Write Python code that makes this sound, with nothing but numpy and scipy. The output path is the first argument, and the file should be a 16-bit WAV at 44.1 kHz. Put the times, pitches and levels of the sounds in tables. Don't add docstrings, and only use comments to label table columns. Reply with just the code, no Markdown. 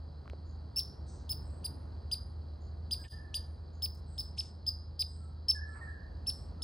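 import sys
import numpy as np
from scipy import signal
from scipy.fft import rfft, irfft
from scipy.io import wavfile
from scipy.ndimage import uniform_filter1d

SR = 44100
rng = np.random.default_rng(int(sys.argv[2]) if len(sys.argv) > 2 else 0)


def materialize(psi):
    bounded = np.clip(np.atleast_2d(psi).T, -1, 1)
    quanta = np.round(bounded * 32767).astype(np.int16)
    wavfile.write(sys.argv[1], SR, quanta)


N = 292603


def undb(db):
    return 10 ** (np.asarray(db) / 20)


def unit(x):
    return x / np.sqrt(np.mean(x ** 2))


def add(out, start_s, piece):
    i = int(start_s * SR)
    out[i:i + len(piece)] += piece[:N - i]


def band(x, hz, width_hz):
    edges = np.clip([hz - width_hz / 2, hz + width_hz / 2], 100, .45 * SR)
    return signal.sosfilt(signal.butter(5, edges, "bandpass", fs=SR, output="sos"), x)


def ring(x, hz, width_hz):
    b, a = signal.iirpeak(hz, hz / width_hz / 1.55, fs=SR)
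    return signal.lfilter(b, a, signal.lfilter(b, a, x))


def over_hz(table, column=1, size=2 * N):
    rows = np.array(table)
    bin_hz = np.arange(size // 2 + 1) * SR / size
    return np.interp(np.log(bin_hz + 1), np.log(rows[:, 0]), rows[:, column])


def wander(rate_hz):
    hold = int(SR / rate_hz)
    steps = np.repeat(rng.standard_normal(N // hold + 1), hold)
    return unit(uniform_filter1d(uniform_filter1d(steps, hold), hold)[:N])


def clicks(samples, per_s, scatter_db):
    hits = (rng.random(samples) < per_s / SR) * rng.choice([-1, 1], samples)
    return hits * undb(scatter_db * rng.standard_normal(samples))


def swell(rise_s, fall_s):
    ramp = np.r_[np.linspace(0, 1, int(rise_s * SR)), np.linspace(1, 0, int(fall_s * SR))]
    return np.sin(ramp * np.pi / 2) ** 2


def bursts(rows, rise_share, clicks_per_s, scatter_db, peak_share):
    out = np.zeros(N)
    for start_s, length_s, hz, width_hz, db in rows:
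        shape = swell(rise_share * length_s, (1 - rise_share) * length_s)
        grains = clicks(int(.5 * SR), clicks_per_s, scatter_db)[:len(shape)]
        peaked = ring(grains, hz, peak_share * width_hz)
        add(out, start_s, undb(db) * shape * unit(band(peaked, hz, width_hz)))
    return out


def echo(decays, dulling_per_s):
    t = np.arange(int(.8 * SR)) / SR
    shape = sum(undb(db - 60 * t / t60_s) for t60_s, db in decays) * np.minimum(t / .003, 1)
    noise = rng.standard_normal(len(t))
    dull = unit(band(noise, 4540, 9900))
    tail = shape * (dull + (noise - dull) * np.exp(-dulling_per_s * t))
    return tail / np.sqrt(np.sum(tail ** 2))


# frequency in Hz, density in dB per Hz.
TOWN_SPECTRUM = [(22, -95), (35, -87), (55, -63.5), (110, -71), (200, -81), (400, -87), (800, -91),
                 (1500, -102), (1800, -105), (2200, -116), (3000, -118), (5600, -122), (7300, -126),
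                 (8700, -123), (10500, -132), (13800, -133), (14800, -145)]
# frequency in Hz, left-right coherence from 0 to 1.
TOWN_COHERENCE = [(30, 0.93), (60, 1), (200, 0.95), (400, 0.61), (700, 0), (1600, 1), (2200, .9), (9000, 1),
                  (15000, 0.2)]


def town():
    alike = np.clip(over_hz(TOWN_COHERENCE, size=N), 0, 1)
    gain = undb(over_hz(TOWN_SPECTRUM, size=N)) * np.sqrt(SR / 4)
    mid, side = (rfft(rng.standard_normal(N)) * gain for _ in range(2))
    stereo = np.sqrt(1 + alike) * mid + np.sqrt(1 - alike) * side * np.array([[1], [-1]])
    return irfft(stereo, N) * undb(1.3 * wander(1.5))


def engine(hz=78.47, waver_hz=1.354, db=-44.5):
    phase = 2 * np.pi * np.cumsum(hz + waver_hz * wander(8)) / SR
    return undb(db + 1.5 * wander(12)) * np.sqrt(2) * np.sin(phase)


# centre in Hz, width in Hz, relative level in dB.
MEMBRANE_MODES = [(4275, 700, 2.5), (4707, 400, 1), (4994, 420, -2), (3284, 470, -10.5)]


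def cicadas(db=-71):
    crowd = clicks(N, per_s=5500, scatter_db=4.4) * undb(.78 * wander(69) + .39 * wander(3.2))
    chorus = sum(undb(mode_db) * band(ring(crowd, hz, width_hz), hz, 1.25 * width_hz)
                 for hz, width_hz, mode_db in MEMBRANE_MODES)
    return undb(db) * unit(chorus)


# start in seconds, nominal length in seconds, level in dB.
CRICKET_CHIRPS = [(.45, .125, -79), (2.595, .13, -79), (3.725, .085, -77)]
# centre in Hz, width in Hz, relative level in dB.
WING_MODES = [(6520, 180, 2), (6860, 170, 5)]


def cricket(strokes_per_s=60):
    out = np.zeros(N)
    for start_s, length_s, db in CRICKET_CHIRPS:
        shape = swell(.3 * length_s, .8 * length_s) ** .5
        t = np.arange(len(shape)) / SR
        strokes = (.6 + np.sin(np.pi * strokes_per_s * t) ** 2) * rng.standard_normal(len(t))
        wings = sum(undb(mode_db) * ring(strokes, hz, width_hz) for hz, width_hz, mode_db in WING_MODES)
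        add(out, start_s, undb(db) * shape * unit(wings))
    return out


# start in seconds, length in seconds, level in dB.
INSECT_BUZZES = [(1.05, 0.19, -68.5), (1.4, 0.32, -71), (2.969, 0.23, -67.5), (4.045, 0.35, -68),
                 (4.4, .23, -77), (5.044, 0.34, -68), (5.64, 0.38, -68.5), (6.277, 0.28, -69)]


def buzzes(hz=8100, width_hz=1930):
    rows = [(start_s, length_s, hz, width_hz, db) for start_s, length_s, db in INSECT_BUZZES]
    return bursts(rows, rise_share=.25, clicks_per_s=1500, scatter_db=2.1, peak_share=.41)


# start in seconds, opening pitch in Hz, level in dB.
HIGH_BIRD_NOTES = [(2.986, 1677, -61.5), (3.045, 1806, -57), (3.117, 1837, -56), (3.164, 1770, -57.5),
                   (3.221, 1713, -65.5), (3.28, 1805, -62.5), (3.38, 1790, -72), (5.547, 1770, -43),
                   (5.61, 1752, -45.5), (5.685, 1706, -68), (5.808, 1872, -46.5), (5.866, 1770, -47),
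                   (5.94, 1680, -57), (6.02, 1833, -67)]
# start in seconds, nominal length in seconds, level in dB.
LOW_BIRD_NOTES = [(5.195, 0.14, -66.5), (5.647, 0.25, -63), (6.578, .07, -64.5)]


def birds(note_s=.05, fall_share=.05, low_hz=1334, t60_s=.83, echo_db=-.5):
    out, waver = np.zeros(N), 1 + .022 * wander(120)
    notes = [(start_s, note_s, hz, hz * (1 - fall_share), db) for start_s, hz, db in HIGH_BIRD_NOTES]
    notes += [(start_s, length_s, low_hz, low_hz, db) for start_s, length_s, db in LOW_BIRD_NOTES]
    for start_s, length_s, first_hz, last_hz, db in notes:
        shape = swell(.25 * length_s, .9 * length_s) ** .5
        hz = np.geomspace(first_hz, last_hz, len(shape))
        hz *= np.resize(waver[int(start_s * SR):], len(shape))
        add(out, start_s, undb(db) * shape * np.sin(2 * np.pi * np.cumsum(hz) / SR))
    tails = [signal.fftconvolve(out, echo([(t60_s, 0)], dulling_per_s=0))[:N] for _ in range(2)]
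    return out + undb(echo_db) * np.array(tails)


# start in seconds, length in seconds, centre in Hz, width in Hz, level in dB.
RUSTLES = [(1.06, 0.27, 6000, 5040, -66), (2.98, .11, 14300, 3200, -73), (3.035, .05, 2800, 2500, -60),
           (3.945, 0.023, 10400, 10900, -65), (3.965, .058, 9000, 8900, -71.5),
           (4.36, 0.18, 5600, 7200, -58.5), (5.548, 0.054, 8600, 4020, -64), (5.73, 0.25, 1205, 1630, -58)]


def rustles():
    return bursts(RUSTLES, rise_share=.13, clicks_per_s=9000, scatter_db=1.3, peak_share=.76)


# start in seconds, pitch in Hz, T60 in seconds, level in dB, relative tick gain in dB.
FINGER_TAPS = [(0.2578, 1140, 0.011, -44, -40), (0.278, 1370, 0.0042, -36, -27),
               (0.299, 2340, 0.0018, -33.5, -19), (0.334, 550, 0.011, -33, -38)]


def taps():
    out, t = np.zeros(N), np.arange(800) / SR
    for start_s, hz, t60_s, db, tick_db in FINGER_TAPS:
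        knock = np.sin(2 * np.pi * hz * t) * undb(-60 * t / t60_s)
        tick = undb(tick_db - 60 * t / .004) * band(rng.standard_normal(len(t)), 5500, 8000)
        add(out, start_s, undb(db) * (knock + tick))
    return out


# share of the glide, base pitch as share of the top, gain in dB.
BARK_OPEN = [(0, 0.511, -30), (0.452, .6, 4.5), (0.849, .72, 4.5)]
# share of the time after the glide, unscaled pitch drop, gain in dB.
BARK_ARCH = [(0, .05, -6), (.18, .02, -2), (.45, 0, 0), (.63, .018, -1), (.78, .06, -3)]
# share of the time after the glide, pitch as share of the top, gain in dB.
BARK_CLOSE = [(0.861, .74, 0.5), (.94, 0.451, -5.5), (1, 0.74, -5.5)]


def bark_contour(t, glide_s, length_s, top_hz, open_db, close_db):
    open_at, open_pitch, open_gain_db = np.transpose(BARK_OPEN)
    arch_at, arch_drop, arch_gain_db = np.transpose(BARK_ARCH)
    close_at, close_pitch, close_gain_db = np.transpose(BARK_CLOSE)
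    knots_s = np.r_[glide_s * open_at, glide_s + (length_s - glide_s) * np.r_[arch_at, close_at]]
    offset_khz = (top_hz - 5200) / 1000
    climb = np.where(arch_at < .45, np.clip(.6 + 1.8 * offset_khz, 0, 2), 1)
    depth = 1.24 + 1.17 * offset_khz
    open_drop = 28 * (glide_s - .005) * (1 - open_at)
    pitches = np.r_[open_pitch - open_drop, 1 - depth * climb * arch_drop, close_pitch]
    bend = uniform_filter1d(np.interp(t, knots_s, pitches), size=24, mode="nearest")
    gains_db = np.r_[open_db + open_gain_db, arch_gain_db, close_db + close_gain_db]
    fade = np.clip(np.minimum(t, length_s - t) / .0015, 0, 1)
    return bend, undb(np.interp(t, knots_s, gains_db)) * fade


def bark(glide_s, length_s, top_hz, second_db, third_db, open_db, close_db):
    t = np.arange(int(length_s * SR)) / SR
    bend, envelope = bark_contour(t, glide_s, length_s, top_hz, open_db, close_db)
    phase = 2 * np.pi * np.cumsum(top_hz * bend) / SR
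    taut = np.clip((bend - .85) / .09, 0, 1) ** 2
    slack = np.clip((.76 - bend) / .017, 0, 1) * (t < glide_s)
    noise = rng.standard_normal((5, 4000))
    rasp_db = -28 + 530 * (length_s - .04)
    rasp_hz = 2560 - 42.5 * second_db
    rasp = undb(rasp_db) * taut * unit(ring(noise[0], rasp_hz, 300))[-len(t):]
    flutter = [undb(3.5 * t / length_s * unit(ring(row, 220, 260))[-len(t):]) for row in noise[1:4]]
    turbulence = undb(-30.5) * unit(band(noise[4], 1700, 2400))[-len(t):]
    voice = flutter[0] * np.sin(phase) * (1 + .34 * rasp) + rasp
    voice += (taut * undb(second_db) * flutter[1] + slack * undb(-11)) * np.sin(2 * phase)
    voice += (taut * undb(third_db) * flutter[2] + slack * undb(-24.5)) * np.sin(3 * phase)
    return np.sqrt(2) * envelope * voice * (1 + turbulence)


# T60 in seconds, relative level in dB.
CROWN_DECAYS = [(.1, -3.5), (.35, -9)]
# frequency in Hz, gain in dB.
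MOUTH_RESPONSE = [(1800, -20), (2600, -10), (5200, -2), (6200, -10), (7800, -3.5), (9500, 6.5),
                  (10700, -8.5), (11800, -8.5), (13200, -8), (15200, -2.5), (16300, -4)]
# start, opening glide and length in seconds, top pitch in Hz, level in dB before the mouth
# filter, then relative gains in dB of 2nd harmonic, 3rd harmonic, opening, close and echo.
SQUIRREL_BARKS = [(0.754, 0.0072, 0.053, 5480, -29, -4, -15, -37, -12, -3),
                  (1.29, 0.0048, 0.042, 5200, -33.5, -6.5, -8.5, -12, -10, -4),
                  (1.637, 0.0082, 0.033, 4904, -36, -6.5, -10, -17.5, -8.5, -6),
                  (2.112, 0.0054, 0.037, 4915, -30.5, -13, -16.5, -7.5, -12.5, -5.5),
                  (2.908, 0.0051, 0.039, 4960, -31, -13, -18, -6.5, -9.5, -4),
                  (3.075, 0.006, 0.023, 4930, -63.5, -12, -16, -2, -21, 26),
                  (3.340, 0.0063, .037, 4870, -32.5, -12.5, -16, 2, -11, -5),
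                  (3.819, 0.0046, 0.045, 5200, -30.5, -9, -9, -12.5, -9, -7.5),
                  (4.178, 0.0039, 0.034, 5224, -33.5, -13, -20, -10, -12, -2),
                  (4.372, 0.013, 0.038, 5236, -30.5, -13, -51, -14, -2.5, -6.5),
                  (4.662, 0.0044, 0.036, 5088, -28.5, -19, -23, -22, -24, -2.5),
                  (4.99, 0.0038, 0.039, 5036, -25.5, -16.5, -21.5, -28, -7.5, -9),
                  (5.479, 0.0056, 0.041, 5370, -21.5, -12.5, -28, -35, -14.5, -8),
                  (6.26, 0.01, 0.047, 5443, -29.5, -1.5, -25, -21.5, -10, -4),
                  (6.618, 0.0047, 0.033, 5340, -33, -2.5, -24, -10, -8, -1)]


def squirrel():
    highpass = signal.butter(3, 4400, "highpass", fs=SR, output="sos")
    crown = signal.sosfilt(highpass, echo(CROWN_DECAYS, dulling_per_s=11.4))
    out = np.zeros(N)
    for start_s, glide_s, length_s, top_hz, db, *part_gains_db, echo_db in SQUIRREL_BARKS:
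        voice = undb(db) * bark(glide_s, length_s, top_hz, *part_gains_db)
        add(out, start_s, voice)
        add(out, start_s, undb(echo_db) * signal.fftconvolve(voice, crown))
    return irfft(rfft(out, 2 * N) * undb(over_hz(MOUTH_RESPONSE)))[:N]


# time in seconds, overall gain from 0 to 1.
LEVEL_DIP = [(3.057, 0.98), (3.093, 0), (3.131, 0.94)]


def scene():
    insects = cicadas() + cricket() + buzzes()
    near = squirrel() + rustles() + taps()
    dip = np.interp(np.arange(N) / SR, *np.transpose(LEVEL_DIP))
    return dip * (near + insects + birds() + engine() + town())


# frequency in Hz, phase lead of right in radians, left minus right in dB.
PHONE_SPREAD = [(300, 0, -.5), (1000, -.3, -1.5), (1750, -1.5, -4), (2250, -.45, 0), (6600, -.4, 0),
                (7900, -5.3, 0), (8600, -6, 0), (10800, -3.4, 0), (12300, -3.1, 0), (13200, 0, 0),
                (14600, .1, 0), (16200, 1.6, 0)]


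def record(dry, top_hz=16100):
    right = np.exp(.5j * over_hz(PHONE_SPREAD)) * undb(-over_hz(PHONE_SPREAD, column=2) / 2)
    wide = irfft(rfft(dry, 2 * N) * np.array([1 / right, right]))[:, :N]
    return signal.sosfilt(signal.ellip(8, .2, 70, top_hz, fs=SR, output="sos"), wide)


dry = scene()
out = record(dry)
materialize(out)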